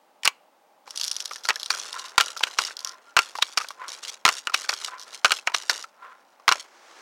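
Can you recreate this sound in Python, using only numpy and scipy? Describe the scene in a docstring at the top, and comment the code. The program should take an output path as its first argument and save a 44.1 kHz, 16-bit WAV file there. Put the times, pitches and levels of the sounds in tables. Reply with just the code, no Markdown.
"""Pumping an air rifle

An air rifle is cocked and pumped five times, close to the microphone in a quiet yard.
Bolt, lever and latch are noise bursts ringing through stock and steel; creaks and rubs are stick-slip noise.
Air flutters in the pump tube, pops in at the inlet and faintly sings at the seal.
The hardest blows overload the microphone; a sleeve rustles as the rifle is raised."""
import sys
import numpy as np
from scipy import signal
from scipy.io import wavfile
from scipy.ndimage import uniform_filter1d

SR = 44100
rng = np.random.default_rng(int(sys.argv[2]) if len(sys.argv) > 2 else 0)


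def to_wav(s):
    """Save 16-bit WAV."""
    ch = np.atleast_2d(s).T  # columns
    pcm = np.round(np.clip(ch, -1, 1) * 32767)  # PCM
    wavfile.write(sys.argv[1], SR, pcm.astype(np.int16))


N = 309141
TIME = np.arange(N) / SR
BINS = np.fft.rfftfreq(4096, 1 / SR)

# Event levels are nominal: the source functions add their own trims.
# snaps of the bolt and of the lever coming free: start_s, stock_db, steel_db, stock_hz, steel_hz
SNAPS = [(0.2338, -38, -30, 1860, 2890), (0.2486, -30, -27, 1270, 5500), (0.253, -38, -16.5, 1200, 4710),
         (0.2565, -21.5, -20.5, 1350, 3200), (0.2613, -23, -24, 1410, 4140), (0.276, -18.5, -9, 1170, 3260),
         (1.4878, -18, -17.5, 1880, 4260), (1.4956, -19.5, -22, 1300, 3470),
         (1.5047, -18.5, -21, 1250, 3270), (4.4713, -22, -22, 1380, 2960),
         (5.4731, -15.5, -20.5, 1330, 2900)]
# the lever slaps shut, bounces, and its latch catches and seats: slap_s, bounce_s, catch_s, seat_s,
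# slap_db, bounce_db, catch_db, seat_db, stock_hz, steel_hz, brightness_db, scrape_db
SLAPS = [(2.1796, 2.1835, 2.2014, 2.209, -10, -23, -16, -16.5, 1180, 3750, 2.5, -31.5),
         (3.1664, 3.1718, 3.184, 3.1901, -10.5, -13.5, -21.5, -12.5, 1490, 3000, -1, -34.5),
         (4.2513, 4.2626, 4.2789, 4.2893, -9, -14.5, -15.5, -16.5, 1000, 3500, .5, -29),
         (5.2463, 5.2556, 5.3072, 5.319, -10.5, -14.5, -20, -16.5, 1350, 3850, 1.5, -30),
         (6.4795, 6.49, 6.515, 6.5223, -11, -11.5, -16, -15, 1120, 3800, -.5, -35)]
# how those four contacts ring: steel_over_stock_db, steel_hz_share
SLAP_RING = [(-5, 1), (-2, .97), (-4.5, .87), (1.5, .8)]
# second strike against the slap: stock_db, steel_db, steel_hz_share
SLAP_PLAY = (-5.5, -6, .9)
# the lever hits its stop, fully open: start_s, stock_db, steel_db, stock_hz, scrape_db, scrape_length_s
STOPS = [(1.7033, -21, -18.5, 1270, -34, .38), (2.5866, -17, -18.5, 1320, -28, .125),
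         (3.574, -19, -17.5, 1250, -34.5, .07), (4.6915, -20.5, -19.5, 1380, -32.5, .18),
         (5.6956, -17.5, -16.5, 1420, -28.5, .115)]
# first touch against the full blow on the stop: stock_db, steel_db, stock_hz_share
STOP_TOUCH = (-3.5, -1.5, 1.22)
# soft knocks of loose parts and hands on the stock: start_s, level_db, resonance_hz
KNOCKS = [(0.875, -38, 900), (1.31, -28, 1220), (1.358, -36.5, 1690), (1.452, -28, 1390),
          (1.561, -30.5, 1670), (1.737, -27.5, 1420), (1.941, -32, 990), (2.365, -29.5, 1280),
          (2.407, -25.5, 895), (2.471, -28.5, 1520), (2.682, -34, 1350), (2.708, -34, 1500),
          (3.353, -26.5, 1165), (3.386, -24, 895), (3.602, -29, 1300), (3.611, -26, 1260),
          (3.645, -32.5, 1480), (3.705, -30.5, 1130), (4.497, -27.5, 1300), (4.52, -37, 970),
          (4.644, -31.5, 1480), (4.729, -24.5, 1240), (4.881, -29.5, 1270), (5.387, -34, 2620),
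          (5.497, -33, 950), (5.519, -36, 990), (5.84, -31, 1350), (6.398, -47.5, 1140), (6.555, -33, 610)]
# loudest single slips of the dry pivots: start_s, level_db
TICKS = [(0.9071, -32), (0.9752, -24), (0.9981, -28), (1.0129, -21), (1.0342, -24.5), (1.0415, -24),
         (1.0482, -28), (1.0804, -23), (1.1135, -22.5), (1.1157, -25), (1.165, -24), (1.204, -25),
         (1.2564, -25), (1.334, -33), (1.3591, -33), (1.454, -27.5), (1.5581, -26), (1.598, -31),
         (1.6313, -25.5), (1.6603, -27), (1.717, -27), (1.7988, -28), (1.929, -28.5), (1.995, -30.5),
         (2.261, -30), (2.6506, -23.5), (2.7686, -30), (2.7914, -31.5), (2.8473, -22.5), (2.873, -29.5),
         (2.893, -32), (3.5838, -24.5), (3.6866, -32), (3.8814, -33), (3.892, -33), (4.0873, -34),
         (4.7377, -24.5), (5.5632, -28.5), (5.8262, -34)]
# the lever drags on its pivot: start_s, length_s, level_db
CREAKS = [(.86, .07, -51), (.95, .275, -37.5), (1.23, .16, -44.5), (1.432, .03, -38), (1.52, .17, -45),
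          (1.99, .1, -46), (2.36, .025, -35), (2.795, .015, -42), (2.86, .06, -45), (3.35, .015, -35),
          (3.6, .02, -37), (3.68, .025, -43), (4.978, .045, -41)]
# the piston rubs again part way through a stroke: start_s, length_s, level_db
RUBS = [(3.872, .11, -37.5), (4.02, .115, -36.5), (4.81, .06, -37.5), (5.055, .06, -44), (5.125, .022, -35)]
# hands working on the stock: time_s, level_db
GRIP = [(.86, -54.5), (1.4, -55), (1.8, -51), (2.5, -53.5), (3.0, -61), (3.9, -56), (4.25, -62), (5.1, -56),
        (5.9, -66), (6.4, -66), (6.67, -60)]
# air moves through the pump tube once in each closing stroke: peak_s, level_db, rise_s, fall_s
DRAUGHTS = [(1.962, -40.5, .045, .15), (2.875, -43, .08, .1), (3.82, -37.5, .03, .09),
            (4.934, -39, .055, .075), (6.052, -43, .05, .115)]
# the seal sings faintly: peak_s, level_db
SINGS = [(2.312, -43), (3.09, -46), (6.028, -42)]
# the piston uncovers the inlet and air pops in: start_s, stock_db, steel_db, stock_hz, steel_hz, scrape_db
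POPS = [(2.4368, -16, -13, 1520, 3360, -38), (3.426, -17.5, -10.5, 1200, 3610, -41),
        (4.5446, -15.5, -13.5, 1100, 3180, -34), (5.547, -16.5, -15.5, 1240, 3580, -35)]
# sleeve rustle: time_s, level_db
SLEEVE = [(6.64, -50), (6.662, -58.5), (7.01, -49)]

# tone of the hollow stock when struck: frequency_hz, gain_db
STOCK = [(40, -34.5), (200, -25), (330, -16.5), (450, -11), (680, -5.5), (950, -1), (1350, 0.5),
         (1900, -0.5), (2600, -0.5), (5000, -49)]
# tone of the steel when struck: frequency_hz, gain_db
STEEL = [(300, -37), (1500, -18), (2400, 1), (3000, 1), (3500, -4.5), (4400, 3), (5800, -0.5), (7500, -5.5),
         (11000, -16.5), (16000, -23)]
# tone of the slipping pivot: frequency_hz, gain_db
PIVOT = [(60, -49), (260, -29), (800, -19), (1300, -11), (2300, -15), (3400, -1.5), (4600, -2),
         (5900, -0.5), (7500, -10), (9000, -12), (11500, -19), (16000, -28.5)]
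# tone of the rubbing piston: frequency_hz, gain_db
RUB = [(500, -32.5), (1500, -6.5), (2300, -2.5), (2900, -0.5), (4500, 2.5), (5700, 0), (7000, -3),
       (9500, -12), (12000, -20), (16000, -29)]
# tone of the stock grinding under the hands: frequency_hz, gain_db
GRIP_TONE = [(40, -28), (150, -32), (300, -13), (500, -3.5), (750, -5.5), (1050, 0), (1450, -0.5),
             (2000, -6), (2800, -11.5), (5000, -45)]
# tone of air in the pump tube: frequency_hz, gain_db
TUBE = [(150, -53), (500, -10.5), (680, -13), (900, -9.5), (1020, 4.5), (1200, -1.5), (1380, -2),
        (1650, -4), (2000, -7.5), (2500, -14.5), (5000, -27), (12000, -44)]
# tone of cloth on cloth: frequency_hz, gain_db
CLOTH = [(88, -49), (150, -39), (348, -5), (624, -6), (871, -5), (1020, -2), (1450, -3), (3290, -12),
         (6260, -11.5), (16000, -42)]
# tone of the outdoor hush: frequency_hz, gain_db
YARD = [(24, -97.5), (40, -49), (151, -33), (180, -22.5), (269, -17), (433, -17), (615, -7.5), (663, -12.5),
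        (831, -4.5), (896, -9.5), (1550, -22), (7360, -34), (14500, -39), (16000, -29.5)]
# resonances of the steel tube and linkage: frequency_hz, width_hz, lift_db
BARREL = [(2290, 43, 5.5), (2840, 160, 4.5), (3300, 120, 3), (4090, 220, 1.5), (4600, 100, 0),
          (5470, 120, 5.5), (5870, 220, 2.5), (6800, 670, 2.5), (7860, 200, 2), (9230, 500, 3)]
# long, faint ring of the hollow stock: frequency_hz, width_hz, lift_db
HOLLOW = [(402, 17, 4.5), (1026, 33, 4), (1376, 29, 2)]
# places where steel scrapes on steel: resonance_hz, width_hz, lift_db, level_db
CONTACTS = [(3680, 720, 5.5, -7), (6070, 1300, 4, -4.5), (10800, 12000, 14.5, -5)]

YARD_DB = -60.5
LATCH_HZ = 1350  # stock resonance under the bounce, the latch and the slap's second strike
STOP_STEEL_HZ = 4550  # the stop's own ring
PLAY_S = .0023  # play in the linkage: it strikes again this long after the lever
# the piston scrapes on after each blow, falling in level over that length
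SLAP_RUB_S, SLAP_RUB_FALL_DB = .13, 8
POP_RUB_S, POP_RUB_FALL_DB = .11, 6.5
STOP_FALL_DB, RUB_FALL_DB, CREAK_FALL_DB = 13, 5, 3
ATTACK_S, RELEASE_DB_PER_S = .012, 380  # all piston and pivot friction sets in and dies like this
RUN_IN_DB, RUN_IN_S = -17, .009  # friction swelling around a blow: level against its stock, rise and fall
GRIND_DB = -9.5  # wood's share of the piston's push
LIGHT_RUB_DB = -4.5  # steel's share of the hands' work
STRAY_PER_S, STRAY_DB, STRAY_SPREAD_DB = 60, 3.5, 2.2  # stray slips: pace, level over the drag, spread
SWELL_DB = 17  # how far a swell climbs in its rise and drops in its fall
SING_HZ, SING_BEND_HZ = 1405, 90  # note near its loudest, and how much flatter it is toward silence
SING_RISE_S, SING_FALL_S = .035, .045


def amp(db):
    """Gain from dB."""
    return 10 ** (np.asarray(db) / 20)


def evened(x):
    """Scales to rms 1."""
    return x / np.sqrt(np.mean(x ** 2) + 1e-20)


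def sized(x, db):
    """Gives a hit the energy of four milliseconds at this level."""
    return amp(db) * x * np.sqrt(.004 * SR / np.sum(x ** 2))


def add(mix, s, sound):
    """Mixes a sound in at time s."""
    part = mix[max(round(s * SR), 0):][:len(sound)]
    part += sound[:len(part)]


def level(rows):
    """Gain along a dB curve, fading out at its ends."""
    s, db = np.transpose(rows)
    inside = uniform_filter1d(1. * (TIME > s[0]) * (TIME < s[-1]), size=500)
    return inside * amp(np.interp(TIME, s, db))


def swell(s, db, rise_s, fall_s):
    """Gain that climbs to a peak at time s and drops again."""
    away = np.maximum((s - TIME) / rise_s, (TIME - s) / fall_s)
    return amp(db - SWELL_DB * np.minimum(away, 10))


def shape(points):
    """Spectrum in dB on all bins, drawn through points on a log frequency axis."""
    hz, db = np.transpose(points)
    return np.interp(np.log(BINS + 1), np.log(hz), db)


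def bump(hz, width, db):
    """One resonance in dB, down to half its lift at the edges of its width."""
    return db / (1 + (2 * (BINS - hz) / width) ** 2)


def colour(x, db):
    """Causal minimum-phase filter with the given gain: it rings after each click, never before."""
    log_gain = np.log(amp(np.r_[db, db[-2:0:-1]]))
    taps = np.fft.ifft(np.exp(np.conj(signal.hilbert(log_gain)))).real
    return signal.oaconvolve(x, taps[:len(db)])[:len(x)]


def wander(per_s):
    """Random motion, gliding straight between normally spread knots at this rate."""
    knots = rng.standard_normal(N // 20)
    return np.interp(TIME * per_s, np.arange(len(knots)), knots)


def burst(decay_s, ring_db, ring_s):
    """Chatter of a contact: noise that dies fast, over a weaker and longer ring."""
    t = TIME[:4096]
    decay = np.exp(-t / decay_s) + amp(ring_db) * np.exp(-t / ring_s)
    return rng.standard_normal(len(t)) * decay


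def slips(per_s, spread_db, smear):
    """Stick and slip at an uneven pace: each slip is a scratch of its own size, over a steady hiss."""
    pace = per_s * amp(7.8 * wander(170))
    starts = np.diff(np.floor(np.cumsum(pace) / SR), prepend=0)
    sizes = starts * amp(spread_db * np.clip(rng.standard_normal(N), -2, 1.6))
    t = TIME[:600]
    scratch = np.exp(-t / .0013) * (1 - np.exp(-t / .0003))
    force = evened(signal.oaconvolve(sizes, scratch)[:N])
    return evened((force + smear) * rng.standard_normal(N))


def stock():
    """Tone of the hollow stock with its resonances, in dB."""
    return shape(STOCK) + sum(bump(*mode) for mode in HOLLOW)


def barrel():
    """Resonances of the steel, in dB."""
    return sum(bump(*mode) for mode in BARREL)


def yard():
    """Far, steady outdoor hush: coloured noise."""
    return amp(YARD_DB) * evened(colour(rng.standard_normal(N), shape(YARD)))


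def contacts():
    """Lists every hard contact in the columns of SNAPS; slaps and stops strike twice through the play."""
    rows = list(SNAPS)
    for slap in SLAPS:
        times, levels = slap[:4], slap[4:8]
        stock_hz, steel_hz, bright_db, _ = slap[8:]
        pitches = [stock_hz, LATCH_HZ, LATCH_HZ, LATCH_HZ]
        for s, db, hz, (lead_db, share) in zip(times, levels, pitches, SLAP_RING):
            rows.append((s, db, db + lead_db + bright_db, hz, share * steel_hz))
        thud_db, crack_db, share = SLAP_PLAY
        second_steel_db = levels[0] + crack_db + bright_db
        rows.append((times[0] + PLAY_S, levels[0] + thud_db, second_steel_db, LATCH_HZ, share * steel_hz))
    thud_db, crack_db, share = STOP_TOUCH
    for s, stock_db, steel_db, hz, *_ in STOPS:
        rows.append((s, stock_db + thud_db, steel_db + crack_db, share * hz, STOP_STEEL_HZ))
        rows.append((s + PLAY_S, stock_db, steel_db, hz, STOP_STEEL_HZ))
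    return rows


def blows():
    """Each blow shakes the stock and, more briefly, the steel; the more steel leads, the brighter it is."""
    out, wood, steel = np.zeros(N), stock(), shape(STEEL) + barrel()
    shine = shape([(4500, 0.081), (10000, 0.63)])  # dB of treble for each dB that the steel leads by
    for s, stock_db, steel_db, stock_hz, steel_hz in contacts():
        thud = colour(burst(0.0031, -17, 0.013), wood + bump(stock_hz, 350, 9.4))
        crack_tone = steel + bump(steel_hz, 1500, 9.1) + shine * (steel_db - stock_db)
        crack = colour(burst(.0012, -13, 0.0059), crack_tone)
        add(out, s, sized(thud, stock_db + 1.2) + sized(crack, steel_db + 0.68))
    return out


def echoes(x):
    """Ground and trees scatter a faint, dull tail: decaying noise convolved with the rifle."""
    t = TIME[:SR // 2]
    decay = np.exp(-t / .014) + amp(-8.5) * np.exp(-t / 0.049)
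    scatter = rng.standard_normal(len(t)) * (t > .007) * decay
    tail = colour(scatter, shape([(1000, 1), (6000, -10), (15000, -6)]))
    return amp(-29) * signal.oaconvolve(x, tail / np.linalg.norm(tail))[:N]


def friction(s, length, db, fall_db):
    """Gain of one rub: a quick attack, a slow fall while it moves, a quick release."""
    t = np.maximum(TIME - s, 0)
    fall = fall_db * np.minimum(t / length, 1)
    release = RELEASE_DB_PER_S * np.clip(t - length, 0, 1)
    return np.minimum(t / ATTACK_S, 1) * amp(db - fall - release)


def scraping():
    """How hard the piston scrapes: set going by each slap, pop and stop, with extra rubs between."""
    runs = [(s, SLAP_RUB_S, db, SLAP_RUB_FALL_DB) for s, *_, db in SLAPS]
    runs += [(s, POP_RUB_S, db, POP_RUB_FALL_DB) for s, *_, db in POPS]
    runs += [(s, length, db, STOP_FALL_DB) for s, *_, db, length in STOPS]
    runs += [(*row, RUB_FALL_DB) for row in RUBS]
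    run_in = sum(swell(s, db + RUN_IN_DB, RUN_IN_S, RUN_IN_S) for s, db, *_ in STOPS + SNAPS)
    return sum(friction(*run) for run in runs) + run_in


def creaking():
    """How hard the pivot drags."""
    return sum(friction(*row, CREAK_FALL_DB) for row in CREAKS)


def chamber(x):
    """Sound bounces twice along the pump tube, duller and weaker; the round trip wanders."""
    trip_s = .00105 * amp(1.1 * wander(7))
    loss, dulled = amp(-7.5), uniform_filter1d(x, size=3)
    return x + sum(loss ** k * np.interp(TIME - k * trip_s, TIME, dulled) for k in (1, 2))


def slide(drag):
    """Stick-slip: the pivot creaks and the piston judders; the stock grinds under the hands."""
    rub, scrape, judder = shape(RUB) + barrel(), np.zeros(N), slips(100, 3.8, 0.44)
    for hz, width, lift_db, db in CONTACTS:
        share = amp(2.6 * wander(110))  # the load on each contact wanders by itself
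        scrape += amp(db) * evened(colour(judder * share, rub + bump(hz, width, lift_db)))
    creak_tone = shape(PIVOT) + bump(5200, 2500, 4) + bump(11500, 1800, 7)
    creak = evened(colour(slips(130, 4, 0.27), creak_tone))
    push, hands = scraping(), level(GRIP)
    piston = evened(chamber(scrape)) * np.hypot(push, amp(LIGHT_RUB_DB) * hands)
    grind = evened(colour(slips(110, 4.7, 1.0), shape(GRIP_TONE) + bump(1400, 130, 3)))
    wood = grind * np.hypot(amp(GRIND_DB) * push, hands)
    return amp(-4) * creak * drag + amp(-.4) * piston + wood


def knocks():
    """Light contacts ring the hollow stock with only a trace of steel."""
    out, wood, steel = np.zeros(N), stock() + bump(480, 200, 7), shape(STEEL)
    for s, db, hz in KNOCKS:
        contact = burst(0.004, -10.5, 0.0053)
        body = colour(contact, wood + bump(hz, 300, 16.1))
        add(out, s, sized(body, db - .5) + sized(colour(contact, steel), db - 11.5))
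    return out


def ticks(drag):
    """A pivot sticks and lets go: sharp clicks, each with its own steel ring; strays follow the drag."""
    out, pivot, count = np.zeros(N), shape(PIVOT) + barrel(), 500
    gaps, sizes = rng.uniform(.3, 1.7, count), rng.standard_normal(count)
    times = np.cumsum(gaps) / STRAY_PER_S
    drag_db = 20 * np.log10(np.interp(times, TIME, drag) + 1e-9)
    levels = drag_db + STRAY_DB + STRAY_SPREAD_DB * np.minimum(sizes, 2)
    for s, db in TICKS + list(zip(times, levels)):
        low, high = rng.standard_normal(2)
        slip = burst(.0012, -9.5, 0.0043)
        slip[0] += 2.5  # sharp edge of the release
        if db > YARD_DB:  # leave out those quieter than the yard
            ring = bump(5100 + 550 * low, 1500, 7.5) + bump(11000 + 1200 * high, 1500, 7)
            add(out, s, sized(colour(slip, pivot + ring), db))
    return out


def air():
    """Air flutters through the tube and rings it; the seal sings a sine, sharpest when loudest."""
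    tube = shape(TUBE) + bump(1030, 55, 5.8) + bump(1390, 80, 7.5)
    flutter = evened(colour(slips(130, 4, 0.94), tube))
    flow = sum(swell(*row) for row in DRAUGHTS)
    song = sum(swell(s, db, SING_RISE_S, SING_FALL_S) for s, db in SINGS)
    pressure = sum(swell(s, 0, SING_RISE_S, SING_FALL_S) for s, _ in SINGS)
    hz = SING_HZ + SING_BEND_HZ * (np.sqrt(pressure) - 1) + 20 * wander(54)
    tone = evened(np.sin(2 * np.pi * np.cumsum(hz) / SR) * amp(2 * wander(80)))
    return amp(3.0) * flutter * flow + amp(-4.4) * tone * song


def pops():
    """The air swells for a few milliseconds as the inlet opens, and cracks as the tube fills."""
    out, t = np.zeros(N), TIME[:4096] - .02
    puff = np.exp(np.minimum(t / 0.0023, -t / 0.0027))
    puff += amp(-29) * np.exp(np.minimum(t / 0.0087, -t / 0.015))  # slower, fainter skirt
    for s, stock_db, steel_db, stock_hz, steel_hz, _ in POPS:
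        low, high = rng.standard_normal((2, len(t))) * puff
        thud = colour(low, shape(STOCK) + bump(stock_hz, 300, 4.5))
        crack = colour(high, shape(STEEL) + barrel() + bump(steel_hz, 1600, 11.4))
        add(out, s + t[0], sized(thud, stock_db) + sized(crack, steel_db))
    return out


def sleeve():
    """Cloth brushes over cloth: dense small slips over hiss."""
    return amp(0.5) * evened(colour(slips(700, 2.1, 2.4), shape(CLOTH))) * level(SLEEVE)


def scene():
    """The rifle close by, its faint echoes, the sleeve and the yard."""
    drag = creaking()
    rifle = blows() + pops() + knocks() + ticks(drag) + slide(drag) + air()
    return (rifle + echoes(rifle) + sleeve() + yard())[None]


def overload(x):
    """A hard knee that holds peaks under 0.67 of full scale."""
    return x / (1 + (x / .67) ** 6) ** (1 / 6)


def record(dry):
    """The microphone overloads a little lopsidedly, thumping low under the hardest blows; then a low-pass."""
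    bias = 0.031
    clipped = overload(dry + bias) - overload(bias)
    low_pass = signal.firwin(255, 16100, window=("kaiser", 9), fs=SR)  # cutoff in Hz
    return signal.oaconvolve(clipped, low_pass[None], "same")


dry = scene()
out = record(dry)
to_wav(out)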